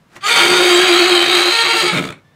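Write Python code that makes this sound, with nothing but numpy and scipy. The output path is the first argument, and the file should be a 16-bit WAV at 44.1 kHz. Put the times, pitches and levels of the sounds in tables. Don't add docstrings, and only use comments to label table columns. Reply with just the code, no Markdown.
import sys
import numpy as np
from scipy import signal
from scipy.fft import rfft, irfft
from scipy.io import wavfile
from scipy.ndimage import uniform_filter1d, minimum_filter1d

SR = 44100
rng = np.random.default_rng(int(sys.argv[2]) if len(sys.argv) > 2 else 0)


def generate_wav(signal):
    frames = np.transpose(np.atleast_2d(signal))
    scaled = np.clip(frames, -1, 1) * 32767
    pcm = np.round(scaled).astype(np.int16)
    wavfile.write(sys.argv[1], SR, pcm)


N = 103635
T = np.arange(N) / SR

# time_s, pitch_hz
HIGH_CONTOUR = [(.22, 380), (.24, 393.8), (.27, 427), (.3, 469.6), (.42, 471.7), (.56, 469.7), (1.5, 455.8),
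                (1.55, 461.5), (1.63, 462.3), (1.71, 462.3), (1.78, 453.9), (1.81, 443), (1.88, 437.9),
                (1.93, 413.6)]
# start_s, end_s, level_db, jitter_share, ring_hz, ring_db
HIGH_SPANS = [(0.237, 0.272, -20.5, 0.0044, 1200, 9.5), (0.301, 0.333, -13, 0.0094, 1450, -2),
              (0.355, 0.463, -17, 0.016, 1400, 2.5), (0.51, 0.605, -18, .035, 1420, 6),
              (1.523, 1.582, -19.5, .007, 1850, 6.5), (1.582, 1.635, -15, 0.0046, 1840, 7.5),
              (1.681, 1.725, -14.5, 0.0064, 2400, 6), (1.758, 1.811, -15.5, 0.0035, 1290, 5.5),
              (1.858, 1.929, -19.5, .008, 870, 1.5)]
# freq_hz, gain_db
HIGH_SPECTRUM = [(400, -13.5), (470, -4), (900, -6.5), (1350, -1), (1850, -1.5), (2300, -6), (2750, -5),
                 (4500, -7), (7000, -8), (15000, -2)]
# time_s, pitch_hz
LOW_CONTOUR = [(.42, 346.7), (.53, 360.8), (.55, 352.3), (.575, 374.4), (.6, 347.4), (.635, 367.2),
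               (.655, 350), (.68, 365.6), (.71, 351.9), (.78, 349.2), (.8, 368.7), (.87, 367.4),
               (.912, 343.9), (.955, 352.1), (.98, 364.4), (1.03, 342.8), (1.075, 376.4), (1.112, 349.8),
               (1.15, 357.3), (1.19, 342.5), (1.235, 360.5), (1.28, 340.3), (1.33, 372.6), (1.37, 340.2),
               (1.41, 359.2), (1.46, 347.3), (1.5, 357.8)]
# time_s, level_db
LOW_ENVELOPE = [(.36, -61), (.42, -26), (.53, -17.5), (.55, -25), (.6, -17), (.68, -15), (.79, -15.5),
                (.85, -18.5), (.92, -17.5), (1.05, -17.5), (1.21, -20.5), (1.25, -28.5), (1.33, -18.5),
                (1.39, -27), (1.49, -20.5), (1.52, -60), (1.63, -48.5), (1.665, -23), (1.7, -74.5),
                (1.74, -18.5), (1.79, -68.5), (1.83, -21.5), (1.93, -41)]
# freq_hz, gain_db
LOW_SPECTRUM = [(350, 1), (700, -9.5), (1050, -16), (1800, -13.5), (3500, -10), (7000, -25.5),
                (15000, -35.5)]
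# freq_hz, gain_db
THROAT_SPECTRUM = [(100, -4.5), (1000, 4.5), (2500, -2), (4000, 0), (4800, -3), (5080, -15), (7000, -12.5),
                   (8500, -17.5), (9600, -17), (10300, -27), (13000, -26.5), (15500, -29)]
# centre_hz at each of FORMANT_TIMES_S, sigma_hz, gain_db
THROAT_FORMANTS = [(1340, 1350, 1300, 1100, 60, 4), (2220, 2230, 2280, 2260, 64, 7),
                   (2400, 2500, 2500, 2680, 77, 7), (3170, 3200, 3180, 3250, 91, 7),
                   (3370, 3520, 3450, 3520, 83, -8), (3560, 3950, 3900, 4000, 130, 6),
                   (4030, 4300, 7100, 10000, 140, -8.5), (4550, 4730, 3700, 4800, 150, 5.5),
                   (6330, 6600, 6580, 6680, 120, 10.5), (8190, 7850, 8050, 8200, 230, 11.5),
                   (9540, 9100, 9150, 9150, 170, 10.5), (12900, 12600, 12300, 12240, 790, 7)]
FORMANT_TIMES_S = [.5, .9, 1.3, 1.78]
# time_s, level_db
AIR_ENVELOPE = [(.2, -77), (.21, -41), (.25, -26), (.275, -12), (.31, -11), (.345, -12), (.38, -10),
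                (.5, -14.5), (.79, -13), (.98, -12), (1.2, -15.5), (1.35, -13.5), (1.55, -14), (1.7, -14.5),
                (1.8, -15), (1.85, -15.5), (1.89, -14), (1.93, -30.5), (1.98, -43), (2.08, -36)]
# freq_hz, gain_db
AIR_SPECTRUM = [(40, -60), (100, -32.5), (160, -13), (280, -13), (400, 2), (490, -14), (555, -2),
                (630, -10), (770, 0), (930, -9.5), (1200, -1), (2000, 2)]
# time_s, gain_db
AIR_SHELF = [(.25, -3.5), (.45, 0.5), (.7, 0), (.9, -3), (1.45, -2), (1.72, -6), (1.8, 0.5), (1.9, -6),
             (2., 3.5)]
# time_s, rate_hz, depth_db
TISSUE_FLUTTER = [(.88, 80, .8), (1., 72, 2), (1.23, 90, 2.9), (1.32, 55, 3), (1.44, 100, 2),
                  (1.53, 90, .5)]
# centre_s, half_length_s, pitch_hz, glide_hz_per_s, level_db
THROAT_WHISTLES = [(.271, .027, 7160, 2002.5, -29), (.44, .04, 4270, -0.5, -35),
                   (0.548, 0.22, 3677, 598, -29), (.626, .034, 544, -0.5, -22.5),
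                   (.751, .025, 7630, 3, -25), (.829, .045, 1609, -1000, -23), (1.19, .04, 3090, -2.5, -18),
                   (1.89, .032, 2237, 0, -21)]
# centre_s, length_s, level_db
FOLD_CATCHES = [(.49, .16, -23), (.845, .032, -29.5), (1.27, .05, -29), (1.38, .03, -30),
                (1.655, 0.027, -30.5), (1.755, .04, -33), (1.85, 0.054, -26)]
# freq_hz, gain_db
CATCH_SPECTRUM = [(60, -41.5), (120, -30.5), (160, 1), (210, -11.5), (290, -4), (400, 5.5), (2000, -60.5)]
# time_s, rate_hz, level_db
GRUNT_PULSES = [(1.915, 169, -42), (1.935, 185, -21.5), (1.975, 115, -22), (2., 88, -23), (2.04, 70, -27),
                (2.105, 53, -34), (2.145, 50, -61)]
# freq_hz, gain_db
CHEST_SPECTRUM = [(40, -50), (62, -8), (120, -5.5), (165, 8.5), (215, -3), (300, 0.5), (600, -6.5),
                  (850, -19), (4000, -40)]
# peak_s, level_db
NOSTRIL_FLAPS = [(1.966, -29), (1.975, -18.5), (1.984, -19), (1.993, -20.5), (2.026, -22.5), (2.041, -20.5),
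                 (2.054, -21), (2.074, -30), (2.09, -25), (2.106, -24), (2.126, -29.5)]
# time_s, level_db
NOSTRIL_LEAK = [(1.915, -26), (1.935, -17.5), (1.99, -22.5), (2.03, -45), (2.14, -48.5), (2.2, -58)]
# freq_hz, gain_db
NOSE_SPECTRUM = [(80, -26), (400, -3), (900, -8.5), (1300, 5), (1900, -7), (2270, 7.5), (2600, -3),
                 (3100, -6), (3650, 0), (4250, -8.5), (4700, -19.5), (8200, -16.5), (15500, -39.5)]
# peak_s, rise_s, decay_s, level_db
HOOF_SCUFFS = [(.133, .025, 0.0061, -49), (0.166, 0.0092, 0.0081, -31)]
# freq_hz, gain_db
SCUFF_SPECTRUM = [(40, -24), (100, 11.5), (400, -3), (1000, -0.5), (1400, 3), (3000, -7), (8000, -14.5),
                  (15500, -30.5)]
# time_s, pitch_hz, level_db
SQUEAK_CONTOUR = [(2.22, 1710, -83.5), (2.25, 1750, -59), (2.34, 1790, -60.5)]
# freq_hz, t60_s
STABLE_DECAY = [(100, 0.33), (1000, 0.2), (15000, 0.085)]
# freq_hz, gain_db
OUTDOOR_SPECTRUM = [(30, -30.5), (150, -5.5), (312, -20), (1400, -24), (15000, -49.5)]


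def high_register():
    gain = sum(amp(db) * gate(start_s, end_s) for start_s, end_s, db, *_ in HIGH_SPANS)
    voicing = [(s, *voice) for start_s, end_s, _, *voice in HIGH_SPANS for s in (start_s, end_s)]
    pitch_hz = curve(HIGH_CONTOUR) * (1 + curve(voicing) * wander(hz=132))
    ring_hz, ring_db = curve(voicing, column=2), curve(voicing, column=3)
    return gain * throat(harmonics(pitch_hz, HIGH_SPECTRUM, count=24, ring_hz=ring_hz, ring_db=ring_db))


def low_register(jitter_share=.011, shimmer_db=2):
    pitch_hz = curve(LOW_CONTOUR) * (1 + jitter_share * wander(hz=119.66))
    folds = harmonics(pitch_hz, LOW_SPECTRUM, count=28) * amp(shimmer_db * wander(hz=60))
    return envelope(LOW_ENVELOPE) * throat(folds)


def throat(x, flicker_db=0):
    hz, time_s, spectra = signal.stft(x, SR, nperseg=512, noverlap=384)
    gain_db = at_freq(THROAT_SPECTRUM, hz)[:, None]
    for *centres_hz, sigma_hz, peak_db in THROAT_FORMANTS:
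        offset_hz = hz[:, None] - np.interp(time_s, FORMANT_TIMES_S, centres_hz)
        gain_db = gain_db + peak_db * np.exp(-.5 * (offset_hz / sigma_hz) ** 2)
    flicker = uniform_filter1d(rng.standard_normal(spectra.shape), size=2, axis=0)
    flicker = unit(uniform_filter1d(flicker, size=16, axis=1))
    spectra = spectra * amp(gain_db + flicker_db * flicker)
    return unit(signal.istft(spectra, SR, nperseg=512, noverlap=384)[1][:N])


def air(puff_cycles=.092, steady_flow=.55, jitter_share=.2, grain_db=.83, flutter_db=1.2, thinning=.6):
    fold_cycles = cycles(curve(HIGH_CONTOUR) * (1 + jitter_share * wander(hz=199)))
    puffs = steady_flow + np.exp(-(fold_cycles % 1) / puff_cycles)
    rush = noise() * puffs * rasp()
    rush *= amp(grain_db * wander(hz=240) + flutter_db * wander(hz=59.4))
    rush = throat(colour(rush, AIR_SPECTRUM), flicker_db=1.2)
    treble = signal.sosfiltfilt(signal.butter(4, 5100, "high", fs=SR, output="sos"), rush)
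    body = signal.sosfiltfilt(signal.butter(2, 2000, fs=SR, output="sos"), rush)
    clear = sum(gate(start_s, end_s) for start_s, end_s, _, jitter, *_ in HIGH_SPANS if jitter < .013)
    shelf = (amp(curve(AIR_SHELF)) - 1) * treble
    return envelope(AIR_ENVELOPE) * (rush + shelf - thinning * clear * body)


def rasp(jitter_share=.35):
    rate_hz = curve(TISSUE_FLUTTER) * (1 + jitter_share * wander(hz=46.3))
    return unit(amp(curve(TISSUE_FLUTTER, column=2) * np.cos(2 * np.pi * cycles(rate_hz))))


def whistles(width_share=.034):
    out = np.zeros(N)
    for centre_s, half_length_s, pitch_hz, glide_hz_per_s, db in THROAT_WHISTLES:
        swell = amp(db) * np.exp(-((T - centre_s) / half_length_s) ** 4)
        path_hz = pitch_hz + glide_hz_per_s * (T - centre_s)
        out += swell * resonate(noise(), path_hz, width_share * pitch_hz)
    return out


def catches():
    gain = sum(amp(db) * np.exp(-2 * ((T - s) / length_s) ** 2) for s, length_s, db in FOLD_CATCHES)
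    return gain * colour(noise(), CATCH_SPECTRUM)


def grunt(breath_gain=.18, slip_cycles=.03):
    rate_hz = curve(GRUNT_PULSES)
    phase = cycles(rate_hz * (T > GRUNT_PULSES[0][0]))
    phase += slip_cycles * wander(hz=58.7) * (T > GRUNT_PULSES[1][0])
    pulses = np.diff(np.floor(phase), prepend=0) * np.sqrt(SR / rate_hz)
    return envelope(GRUNT_PULSES, column=2) * colour(pulses + breath_gain * noise(), CHEST_SPECTRUM)


def nostrils(rise_s=.0024, fall_s=.003):
    puffs = sum(amp(db) * np.exp(-((T - peak_s) / np.where(T < peak_s, rise_s, fall_s)) ** 2)
                for peak_s, db in NOSTRIL_FLAPS)
    return colour((puffs + envelope(NOSTRIL_LEAK)) * noise(), NOSE_SPECTRUM)


def rustle(grain_db=3):
    gain = sum(amp(db) * np.exp(-np.maximum((peak_s - T) / rise_s, (T - peak_s) / decay_s))
               for peak_s, rise_s, decay_s, db in HOOF_SCUFFS)
    grit = unit(noise() * amp(grain_db * wander(hz=504)))
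    return colour(gain * grit, SCUFF_SPECTRUM)


def squeak(db_per_harmonic=-9, jitter_share=.005):
    phase = cycles(curve(SQUEAK_CONTOUR) * (1 + jitter_share * wander(hz=80)))
    gain = amp(curve(SQUEAK_CONTOUR, column=2)) * (T > SQUEAK_CONTOUR[0][0])
    return gain * sum(amp(db_per_harmonic * k) * np.sin(2 * np.pi * (k + 1) * phase) for k in range(3))


def stable_echo(x, length_samples=22050, tap_share=.1, delay_s=.005):
    taps = rng.standard_normal(length_samples) * (rng.random(length_samples) < tap_share)
    hz, time_s, spectra = signal.stft(taps * (T[:length_samples] > delay_s), SR, nperseg=256)
    decay = amp(-60 * time_s / at_freq(STABLE_DECAY, hz)[:, None])
    tail = signal.istft(spectra * decay, SR, nperseg=256)[1]
    return signal.fftconvolve(x, tail / np.linalg.norm(tail))[:N]


def outdoors():
    return colour(noise(), OUTDOOR_SPECTRUM)


def amp(db):
    return 10 ** (np.asarray(db) / 20)


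def unit(x):
    return x / np.sqrt(np.mean(x ** 2) + 1e-20)


def cycles(hz):
    return np.cumsum(hz) / SR


def curve(rows, column=1):
    rows = np.array(rows)
    return np.interp(T, rows[:, 0], rows[:, column])


def envelope(rows, column=1):
    return amp(curve(rows, column)) * (T > rows[0][0]) * (T < rows[-1][0])


def gate(start_s, end_s, edge_s=.021):
    return .5 + .5 * np.tanh(2 * np.minimum(T - start_s, end_s - T) / edge_s)


def at_freq(rows, hz):
    freq_hz, values = np.transpose(rows)
    return np.interp(np.log(hz + 1), np.log(freq_hz + 1), values)


def noise():
    return rng.standard_normal(N)


def wander(hz):
    return unit(irfft(rfft(noise()) / (1 + (np.fft.rfftfreq(N, 1 / SR) / hz) ** 4), N))


def harmonics(pitch_hz, spectrum, count, ring_hz=0, ring_db=0, ring_width_hz=100):
    phase, out = cycles(pitch_hz), np.zeros(N)
    for k in range(1, count + 1):
        boost_db = ring_db * np.exp(-((k * pitch_hz - ring_hz) / ring_width_hz) ** 2)
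        gain = amp(at_freq(spectrum, k * pitch_hz) + boost_db)
        out += gain * np.cos(2 * np.pi * (k * phase + rng.random()))
    return unit(out)


def colour(x, spectrum):
    log_gain = np.log(amp(at_freq(spectrum, abs(np.fft.fftfreq(4096, 1 / SR)))))
    taps = np.fft.ifft(np.exp(np.conj(signal.hilbert(log_gain)))).real
    return signal.fftconvolve(x, taps / np.linalg.norm(taps))[:N]


def resonate(x, path_hz, pole_width_hz):
    carrier = np.exp(2j * np.pi * cycles(path_hz))
    pole = np.exp(-np.pi * pole_width_hz / SR)
    return unit((carrier * signal.lfilter([1], np.poly([pole, pole]), x / carrier)).real)


def scene(echo_db=-9, outdoors_db=-53.5):
    call = low_register() + air() + whistles() + high_register() + catches() + grunt() + nostrils()
    direct = call + rustle() + squeak()
    return (direct + amp(echo_db) * stable_echo(direct) + amp(outdoors_db) * outdoors())[None]


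def record(dry, limiter_samples=129, cutoff_hz=15700):
    gain = minimum_filter1d(1 / np.maximum(abs(dry), 1), size=limiter_samples)
    limited = dry * uniform_filter1d(gain, size=limiter_samples)
    lowpass = signal.firwin(1023, cutoff_hz, window=("kaiser", 9), fs=SR)
    return signal.oaconvolve(limited, lowpass[None], "same")


dry = scene()
out = record(dry)
generate_wav(out)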